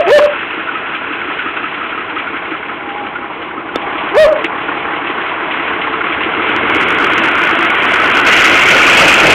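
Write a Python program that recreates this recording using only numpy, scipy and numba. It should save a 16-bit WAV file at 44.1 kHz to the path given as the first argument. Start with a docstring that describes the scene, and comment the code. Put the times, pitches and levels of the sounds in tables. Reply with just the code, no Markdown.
"""In a yard at night, a six-cylinder diesel tractor idles, raises its revs and drives close past the microphone.
Noise bursts at the firing rate, coloured by resonances, give its exhaust and clatter; damped rings give its knocks.
A dog, heard as a rough-edged swept tone, barks twice at first and once later, and walls answer.
A lever clunks in decaying modes as the throttle opens; pump tones, tyre noise and gearbox ring join.
The microphone passes little above 3.9 kHz and clips whatever is loud."""
import sys
import numpy as np
from scipy import signal
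from scipy.fft import rfft, irfft
from scipy.io import wavfile
from scipy.ndimage import uniform_filter1d
from numba import njit

SR = 44100
rng = np.random.default_rng(int(sys.argv[2]) if len(sys.argv) > 2 else 0)


def materialize(psi):
    """Save the field psi as 16-bit PCM at rate SR to the path in sys.argv[1].

    A 1-D psi becomes a single channel; in a 2-D psi each row is a channel.
    """
    bounded = np.clip(np.atleast_2d(psi).T, -1, 1)
    quanta = np.round(bounded * 32767).astype(np.int16)
    wavfile.write(sys.argv[1], SR, quanta)


N = 411894

# barks: t/s when the voice clears, run-up/s, held/s, top f/Hz, sag of pitch at both ends (0-1),
# level/dB, roughness of the break, octave level/dB
BARKS = [(-.09, .03, 0.1, 699.5, 0.16, -4, 0.6, -25), (.127, .05, .053, 597.7, 0.03, 6.5, 1.01, -24.5),
         (4.177, .028, .074, 632, .075, 5, .35, -14)]
# upper harmonics of the voice: multiple of the pitch, level/dB
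VOICE_HARMONICS = [(3, -36.5), (4, -42)]
# colour of the rasp where the voice is rough: f/Hz, level/dB
RASP_COLOUR = [(600, -14.5), (1030, 1), (1350, -8), (1700, -4), (2700, -12)]
# wall echoes of the bark: delay/s, level/dB
ECHOES = [(.077, -8.5), (.116, -17.5), (.15, -22)]
ECHO_HZ = 1300  # the walls send back little above this
LEAD_S = 0.2  # the barks are computed from this long before the start
RUN_UP_PITCH, RUN_UP_DB, RUN_UP_ROUGH = 0.66, -10.5, 0.65  # share of the top pitch, dB, 0-1
RUN_UP_CURVE = 1.6  # above 1, the voice tightens slowly at first and then quickly
BREAK_S, BREAK_PITCH, BREAK_DB = 0.018, 0.9, -11.5  # s, share of the arched pitch, dB
BARK_ATTACK_S, BARK_RELEASE_S = 0.02, 0.014

# engine speed: t/s, four-stroke cycles per second
ENGINE_SPEED = [(0, 5.666), (3.8, 5.666), (4.0, 6.14), (5.2, 6.08), (5.9, 5.97), (6.25, 6.0), (6.6, 7.4),
                (7.0, 8.62), (7.6, 8.5), (8.2, 8.64), (9.34, 9.0)]
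# distance of the engine: t/s, distance/m
DISTANCE = [(0, 6.86), (5.4, 6.25), (6.2, 5.6), (6.8, 3.2), (7.5, 3.13), (8.2, 2.54), (9.34, 2.96)]
# cylinders in firing order: place of the knock in the cycle (0-1), ring f/Hz,
# knock level/dB at idle, knock level/dB with the throttle open, firing level/dB
CYLINDERS = [(.08, 1174, -13, 1, -1), (.255, 1280, 9, -0.5, -3.5), (.428, 1290, 5.5, 2.5, -3),
             (0.599, 673, -5.5, -6, -9.5), (.735, 640, -4.5, -3, -5.5), (.878, 1450, 7.5, 3, -11)]
# exhaust thump at idle, then with the throttle open: place in the cycle (0-1), ring f/Hz, level/dB
THUMP = [(.256, 305, 0.5), (0.409, 333, 2.5)]
# spectra of exhaust, cab panels, engine block and valve gear: f/Hz, level/dB
EXHAUST_COLOUR = [(20, -38.5), (40, -23.5), (65, -13), (130, -12), (200, -9), (260, -3.5), (320, 3),
                  (400, -2), (480, -3.5), (620, -21.5)]
PANEL_COLOUR = [(380, -24.5), (520, -5), (660, -0.5), (750, 0.5), (820, 2.5), (900, 1), (1060, 5.5),
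                (1170, 3.5), (1400, -25)]
BLOCK_COLOUR = [(950, -34.5), (1170, -13), (1320, -2.5), (1460, -3), (1600, -5.5), (1750, -7.5),
                (2100, -12)]
VALVE_COLOUR = [(1450, -20.5), (1780, -5.5), (2150, 1), (2650, 1), (3000, -2.5), (3350, -6.5), (3700, -20),
                (4200, -21.5), (4800, -30)]
# moving resonance of the valve cover: t/s, f/Hz
COVER_RING = [(1.6, 2590), (2.3, 2250), (4.6, 1980), (7.4, 2200), (8.5, 2006), (9, 2546)]
# prominence of the firings as the open engine side turns to the microphone: t/s, level/dB
BITE = [(0, -0.5), (4.7, 5), (5.4, 3), (6.2, 4.5), (6.7, -2), (9.34, -2)]
# treble, which dips late in the idle and swells as the tractor comes alongside: t/s, level/dB
TREBLE = [(0, -1), (1.5, -1), (2.4, -2.5), (2.8, -6.5), (3.65, -8.5), (3.9, -2), (4.9, -1.5), (5.6, 0),
          (8.25, 1), (8.28, 6.5), (8.65, 6), (8.95, 10), (9.34, 9.5)]
BLOCK_DIP_SHARE, BLOCK_SWELL_SHARE = 1, 0.49  # shares of the treble's dip and swell in the block
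THROTTLE_S, THROTTLE_RISE_S = 3.74, 0.11  # the throttle starts to open, and takes this long
# the stack and cab panels stand above the microphone, so they never come as near
STACK_HEIGHT_M, PANEL_HEIGHT_M = 1.72, 4.7
# base levels for a path of 1 m, in dB: (at idle, with the throttle open)
EXHAUST_DB, PANEL_DB = (-12, -10), (-8.5, -3.5)
BLOCK_DB, VALVE_DB = (-5, -5.5), (-6.5, -6)
KNOCKS_DB = -20.5  # base level of knocks and thumps for a path of 1 m
KNOCK_S, KNOCK_WIDTH_HZ, THUMP_WIDTH_HZ = 0.006, 68, 35  # decay constant, base widths of the rings
OVERTONE_RATIO, OVERTONE_DB = 1.52, (-10.5, -3.5)  # overtone of a knock, dB at idle and open
FIRING_PLACE = (0.035, -0.08)  # first firing in the cycle, at idle and open
THROB_DB, THROB_PLACE = 1.5, 0.91  # idle throb twice a cycle: peak, place of a crest (0-1)
PULL_DB, PULL_S = 1.0, 0.97  # dB per (cycle per second squared), averaging window in s

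# pump whine and lower hum: t/s, level/dB; the hum sinks during the idle and returns at higher revs
PUMP_WHINE = [(0, -52), (2, -49), (2.8, -33.5), (3.6, -39.5), (4.1, -33), (4.9, -32), (5.8, -52.5)]
HUM = [(0, -37.5), (3.7, -52), (4.6, -36), (5.999, -38), (7.2, -34.5), (8, -52)]
WHINE_HZ, HUM_HZ = 815, 442
# rear tyre rolling up to the microphone: t/s, level/dB
TYRE = [(0, -77.5), (6, -45), (6.7, -35), (7.8, -31.5), (8.25, -23.5), (8.29, -18), (8.7, -16),
        (9.34, -11.5)]
# spectrum of the tread: f/Hz, level/dB
TREAD_COLOUR = [(25, -17), (70, -12), (160, -6.5), (330, -5), (540, 2), (660, 0.5), (900, -3), (1150, -11)]
# single engine knocks that stand out: t/s, ring f/Hz, level/dB
SINGLE_KNOCKS = [(.686, 1482, -14.5), (0.863, 1483, -16.5), (1.392, 1454, -15), (1.977, 1252, -12),
                 (4.925, 1523, -16), (6.008, 1407, -12.5), (6.015, 1930, -18.5)]
# modes of the lever clunk: f/Hz, level/dB, t60/s
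CLUNK_MODES = [(276, -5, .04), (500, 5, 0.011), (796, -1, 0.0091), (1360, -9.5, 0.017), (2400, -8.5, 0.012),
               (3560, -9, 0.026)]
CLUNK_S = 3.758
GEARBOX_HZ, GEARBOX_WIDTH_HZ = 1463.4, 70
GEARBOX_DB = -11  # base level for a path of 1 m
DRIVE_SPEEDS = (6.2, 8.5)  # cycles per second between which the drive takes hold
CLIP_LEVEL, TOP_HZ = 0.8, 15900  # full scale is 1; upper edge of the output band


def undb(db):
    """Level law: decibels to amplitude gain."""
    return 10 ** (np.asarray(db) / 20)


def unit(x):
    """Normalisation of a signal to an rms of 1."""
    return x / np.sqrt(np.mean(x ** 2) + 1e-18)


def curves(rows):
    """Linear interpolation in time of each column of a table."""
    times, *columns = np.transpose(rows)
    return [np.interp(np.arange(N) / SR, times, column) for column in columns]


def colour(x, points):
    """Spectral shaping through given points, with steep skirts beyond the ends."""
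    hz, db = np.transpose(points)
    log_f = np.log(np.maximum(np.arange(N // 2 + 1) * SR / N, 1))
    below = np.maximum(np.log(hz[0]) - log_f, 0)
    above = np.maximum(log_f - np.log(hz[-1]), 0)
    gain_db = np.interp(log_f, np.log(hz), db) - 120 * (below + above)
    return irfft(rfft(x) * undb(gain_db), N)


def ring(x, hz, width_hz):
    """Simple resonance with gain 1 at its centre."""
    return signal.lfilter(*signal.iirpeak(hz, hz / width_hz, fs=SR), x)


def damped_mode(hz, age, t60):
    """Free vibration of one mode, its amplitude falling 60 dB in t60 seconds."""
    return np.sin(2 * np.pi * hz * age) * np.exp(-np.log(1000) * age / t60)


def walk(rate):
    """Random fluctuation: normal values, `rate` a second, joined by straight lines."""
    place = np.arange(N) / SR * rate
    return np.interp(place, np.arange(20000), rng.standard_normal(20000))


def bark(t, start, run_up, held, top_hz, sag, db, break_rough, octave_db, jitter=0.075, rasp_db=-4):
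    """Voiced source: a pitch runs up, holds an arch and breaks off downwards, with roughness at both ends."""
    age = t - start
    end = held + BREAK_S
    turns = [-run_up - BARK_ATTACK_S, -run_up, 0, held, end, end + BARK_RELEASE_S]
    arch = 1 - sag * np.clip(2 * age / held - 1, -1, 1) ** 2
    slack = 1 - np.clip(1 + age / run_up, 0, 1) ** RUN_UP_CURVE
    tightening = 1 - (1 - RUN_UP_PITCH) * slack
    hz = top_hz * arch * tightening * np.interp(age, [held, end], [1, BREAK_PITCH])
    level_db = db + RUN_UP_DB * slack + np.interp(age, [held, end], [0, BREAK_DB])
    size = undb(level_db) * np.interp(age, turns, [0, 1, 1, 1, 1, 0]) ** 2
    rough_turns = [-run_up / 3, 0, held - BREAK_S / 4, held + BREAK_S / 2]
    rough = np.interp(age, rough_turns, [RUN_UP_ROUGH, 0, 0, break_rough])

    phase = 2 * np.pi * np.cumsum(hz * (1 + jitter * rough * walk(400))) / SR
    voice = np.sin(phase)
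    for multiple, part_db in VOICE_HARMONICS:
        voice += undb(part_db) * np.sin(round(multiple) * phase)
    voice += (undb(octave_db) + 0.5 * rough) * np.sin(2 * phase)  # a pressed throat lifts the octave
    voice *= 1 - 0.71 * rough ** 2  # the tone gives way to rasp
    rasp = unit(colour(rng.standard_normal(N), RASP_COLOUR)) * (1 + np.cos(phase))
    return (voice + undb(rasp_db) * rough ** 2 * rasp) * size


def dog(yard_db=-23, yard_t60=0.45):
    """Reflection: direct barks, the first already under way, dull wall echoes and a diffuse tail."""
    now = np.arange(N) / SR
    t = now - LEAD_S
    direct = sum(bark(t, *row) for row in BARKS)
    dull = signal.lfilter(*signal.butter(2, ECHO_HZ, fs=SR), direct)
    echoes = sum(undb(db) * np.interp(t - delay, t, dull, left=0) for delay, db in ECHOES)
    tail = rng.standard_normal(SR) * np.exp(-np.log(1000) * now[:SR] / yard_t60)
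    diffuse = signal.fftconvolve(direct, unit(tail) / np.sqrt(SR))[:N]
    heard = direct + echoes + undb(yard_db) * diffuse
    return np.interp(now, t, heard, right=0)


def by_throttle(pair, throttle):
    """Linear blend from the idle value to the open-throttle value."""
    return pair[0] + (pair[1] - pair[0]) * throttle


def rattle(turn, same):
    """Cyclic noise: a share of the power comes back alike in every engine cycle."""
    starts = np.r_[0, np.flatnonzero(np.diff(np.floor(turn)) > 0) + 1]
    age = np.arange(N) - starts[turn.astype(int) - int(turn[0])]
    same = np.clip(same, 0, 1)
    return np.sqrt(same) * rng.standard_normal(N)[age] + np.sqrt(1 - same) * rng.standard_normal(N)


def clatter(turn, bite_db, decay, lope, scatter_db, same):
    """Amplitude modulation: six unequal decaying bursts a cycle over the steady rush of moving parts."""
    firing = len(CYLINDERS) * turn
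    count = firing.astype(int)
    firing_db = np.array(CYLINDERS)[:, -1]
    chance_db = scatter_db * rng.standard_normal(size=1000)[count]
    size_db = bite_db + lope * firing_db[count % len(CYLINDERS)] + chance_db
    bursts = 1 + undb(size_db) * np.exp(-(firing % 1) / decay)
    bursts = uniform_filter1d(bursts, size=130)  # soften each onset over 3 ms
    slow_level = np.sqrt(uniform_filter1d(bursts ** 2, size=15000))  # over 0.34 s
    return bursts / slow_level * rattle(turn, same)


def strikes(turn, place, hz, width_hz, length_s, scatter_db=2.3, same=0.26):
    """Impact excitation: one blow at the same place in every cycle, part clean ring, part loose rattle."""
    t = np.arange(2000) / SR
    same = np.clip(same, 0, 1)
    swell = unit(np.sqrt(t) * np.exp(-t / length_s))
    clean = np.sqrt(2 * same) * np.sin(2 * np.pi * hz * t)
    blows = np.zeros(N + len(t))
    starts = np.flatnonzero(np.diff(np.floor(turn - place)) > 0)
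    for start, chance in zip(starts, rng.standard_normal((100, len(t) + 1))):
        loose = unit(ring(chance[1:], hz, 4 * width_hz))
        blow = swell * (clean + np.sqrt(1 - same) * loose)
        blows[start:start + len(t)] += blow * undb(scatter_db * chance[0])
    return unit(ring(blows[:N], hz, 2 * width_hz))


def knocks(turn, throttle):
    """Impact resonance: each cylinder rings once a cycle; the throttle shifts balance and overtone."""
    out = np.zeros(N)
    overtone = by_throttle(undb(OVERTONE_DB), throttle)
    for place, hz, idle_db, open_db, _ in CYLINDERS:
        low = strikes(turn, place, hz, KNOCK_WIDTH_HZ, KNOCK_S)
        high = strikes(turn, place, OVERTONE_RATIO * hz, 2 * KNOCK_WIDTH_HZ, KNOCK_S)
        out += by_throttle(undb([idle_db, open_db]), throttle) * (low + overtone * high)
    return out


def thump(turn, throttle, length_s=0.005):
    """Pulse resonance: one heavier exhaust beat a cycle, later and higher with the throttle open."""
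    beats = [undb(db) * strikes(turn, place, hz, THUMP_WIDTH_HZ, length_s) for place, hz, db in THUMP]
    return by_throttle(beats, throttle)


@njit
def moving_ring(x, hz, width):
    """State-variable resonance whose centre moves."""
    y, band, low = np.empty(len(x)), 0., 0.
    for i in range(len(x)):
        g, damping = np.tan(np.pi * hz[i] / SR), width / hz[i]
        v = (band + g * (x[i] - low)) / (1 + g * (g + damping))
        band, low, y[i] = 2 * v - band, low + 2 * g * v, damping * v
    return y


def exhaust(fired):
    """Pulsed flow: firing bursts shaped by the exhaust's spectrum."""
    noise = clatter(fired, bite_db=0.5, decay=1.0, lope=1.0, scatter_db=0.1, same=0.19)
    return unit(colour(noise, EXHAUST_COLOUR))


def panels(fired, bite_db):
    """Forced vibration: irregular firing bursts shaped by the cab panels' spectrum."""
    noise = clatter(fired, bite_db - 7.5, decay=0.93, lope=0.18, scatter_db=5.0, same=0.44)
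    return unit(colour(noise, PANEL_COLOUR))


def block(fired, bite_db):
    """Structure-borne sound: firing bursts shaped by the engine block's spectrum."""
    noise = clatter(fired, bite_db, decay=1.0, lope=1.0, scatter_db=1.0, same=0.23)
    return unit(colour(noise, BLOCK_COLOUR))


def valves(fired, bite_db):
    """Coupled resonance: irregular gear clatter with the moving ring of the valve cover."""
    cover_hz, = curves(COVER_RING)
    gear = clatter(fired, bite_db - 4, decay=0.82, lope=0.12, scatter_db=5.0, same=0.14)
    return unit(colour(gear + 0.54 * moving_ring(gear, cover_hz, 250.0), VALVE_COLOUR))


def tractor(knock_bite=0.55, surge_db=0.94):
    """Superposition of the engine's parts, each following the throttle and the 1/r distance law."""
    (speed,), (metres,), (treble_db,), (bite_db,) = map(curves, (ENGINE_SPEED, DISTANCE, TREBLE, BITE))
    throttle = np.clip((np.arange(N) / SR - THROTTLE_S) / THROTTLE_RISE_S, 0, 1)
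    turn = np.cumsum(speed) / SR
    fired = turn + 1 - by_throttle(FIRING_PLACE, throttle)
    throb_db = THROB_DB * (1 - throttle) * np.cos(4 * np.pi * (turn - THROB_PLACE))
    dip_db, swell_db = np.minimum(treble_db, 0), np.maximum(treble_db, 0)
    engine_db = BLOCK_DIP_SHARE * dip_db + BLOCK_SWELL_SHARE * swell_db
    knock_gain = undb(knock_bite * bite_db + KNOCKS_DB)
    # the exhaust is louder around a rise in engine speed
    pull = uniform_filter1d(np.maximum(np.gradient(speed) * SR, 0), size=int(PULL_S * SR))
    exhaust_db = by_throttle(EXHAUST_DB, throttle) + PULL_DB * pull
    valve_db = by_throttle(VALVE_DB, throttle) + treble_db + 0.3 * throb_db + surge_db * walk(14)

    stack = undb(exhaust_db) * exhaust(fired) + knock_gain * thump(turn, throttle)
    cab = undb(by_throttle(PANEL_DB, throttle)) * panels(fired, bite_db)
    engine = undb(by_throttle(BLOCK_DB, throttle) + throb_db) * block(fired, bite_db)
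    engine = undb(engine_db) * (engine + knock_gain * knocks(turn, throttle))
    engine += undb(valve_db) * valves(fired, bite_db)
    stack_path, cab_path = np.hypot(metres, STACK_HEIGHT_M), np.hypot(metres, PANEL_HEIGHT_M)
    return engine / metres + stack / stack_path + cab / cab_path


def wavering_tone(hz, levels, waver=0.008, flutter_db=6.0):
    """Frequency and amplitude modulation: a thin tone wavers slightly and flutters in level."""
    db, = curves(levels)
    phase = 2 * np.pi * np.cumsum(hz * (1 + waver * walk(25))) / SR
    return undb(db + flutter_db * walk(12)) * np.sqrt(2) * np.sin(phase)


def pump_whine():
    """Tonal radiation: the pump's wavering pitch."""
    return wavering_tone(WHINE_HZ, PUMP_WHINE)


def hum():
    """Tonal radiation: a lower wavering pitch."""
    return wavering_tone(HUM_HZ, HUM)


def tyre(lumps_db=3):
    """Rolling noise: tread lugs meet the road in uneven lumps of shaped noise."""
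    db, = curves(TYRE)
    return undb(db + lumps_db * walk(25)) * unit(colour(rng.standard_normal(N), TREAD_COLOUR))


def single_knocks(t60=0.075):
    """Free vibration: now and then an engine knock stands out and rings in a single mode."""
    t = np.arange(N) / SR
    return sum(undb(db) * damped_mode(hz, np.maximum(t - start, 0), t60) for start, hz, db in SINGLE_KNOCKS)


def lever():
    """Modal superposition: one hard blow excites well-damped modes of alternating sign."""
    age = np.maximum(np.arange(N) / SR - CLUNK_S, 0)
    out = np.zeros(N)
    for k, (hz, db, t60) in enumerate(CLUNK_MODES):
        out += (-1) ** k * undb(db) * damped_mode(hz, age, t60)
    return out


def gearbox(mesh_db=2):
    """Casing resonance: noise of meshing teeth rings the gearbox while the wheels are driven."""
    (speed,), (metres,) = curves(ENGINE_SPEED), curves(DISTANCE)
    narrow = ring(rng.standard_normal(N), GEARBOX_HZ, GEARBOX_WIDTH_HZ)
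    casing = unit(ring(narrow, GEARBOX_HZ, 4 * GEARBOX_WIDTH_HZ))
    drive = np.interp(speed, DRIVE_SPEEDS, [0, 1])
    return drive * undb(GEARBOX_DB + mesh_db * walk(12)) * casing / metres


def scene():
    """Superposition of all sources at one microphone."""
    machine = tractor() + pump_whine() + hum() + tyre() + single_knocks() + gearbox()
    return (dog() + machine + lever())[None]


def record(dry):
    """Non-linear distortion: a narrow band is clipped, and the harmonics supply nearly all higher treble."""
    narrow = signal.sosfilt(signal.ellip(8, 0.2, 90, 3900, fs=SR, output="sos"), dry[0])
    clipped = np.clip(narrow, -CLIP_LEVEL, CLIP_LEVEL)
    # a gently uneven response
    toned = colour(clipped, [(10, -1.5), (4000, -1), (7800, -3.0), (9500, -1.5), (16000, -4.0)])
    return signal.sosfilt(signal.ellip(8, 0.2, 70, TOP_HZ, fs=SR, output="sos"), toned)[None]


dry = scene()
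out = record(dry)
materialize(out)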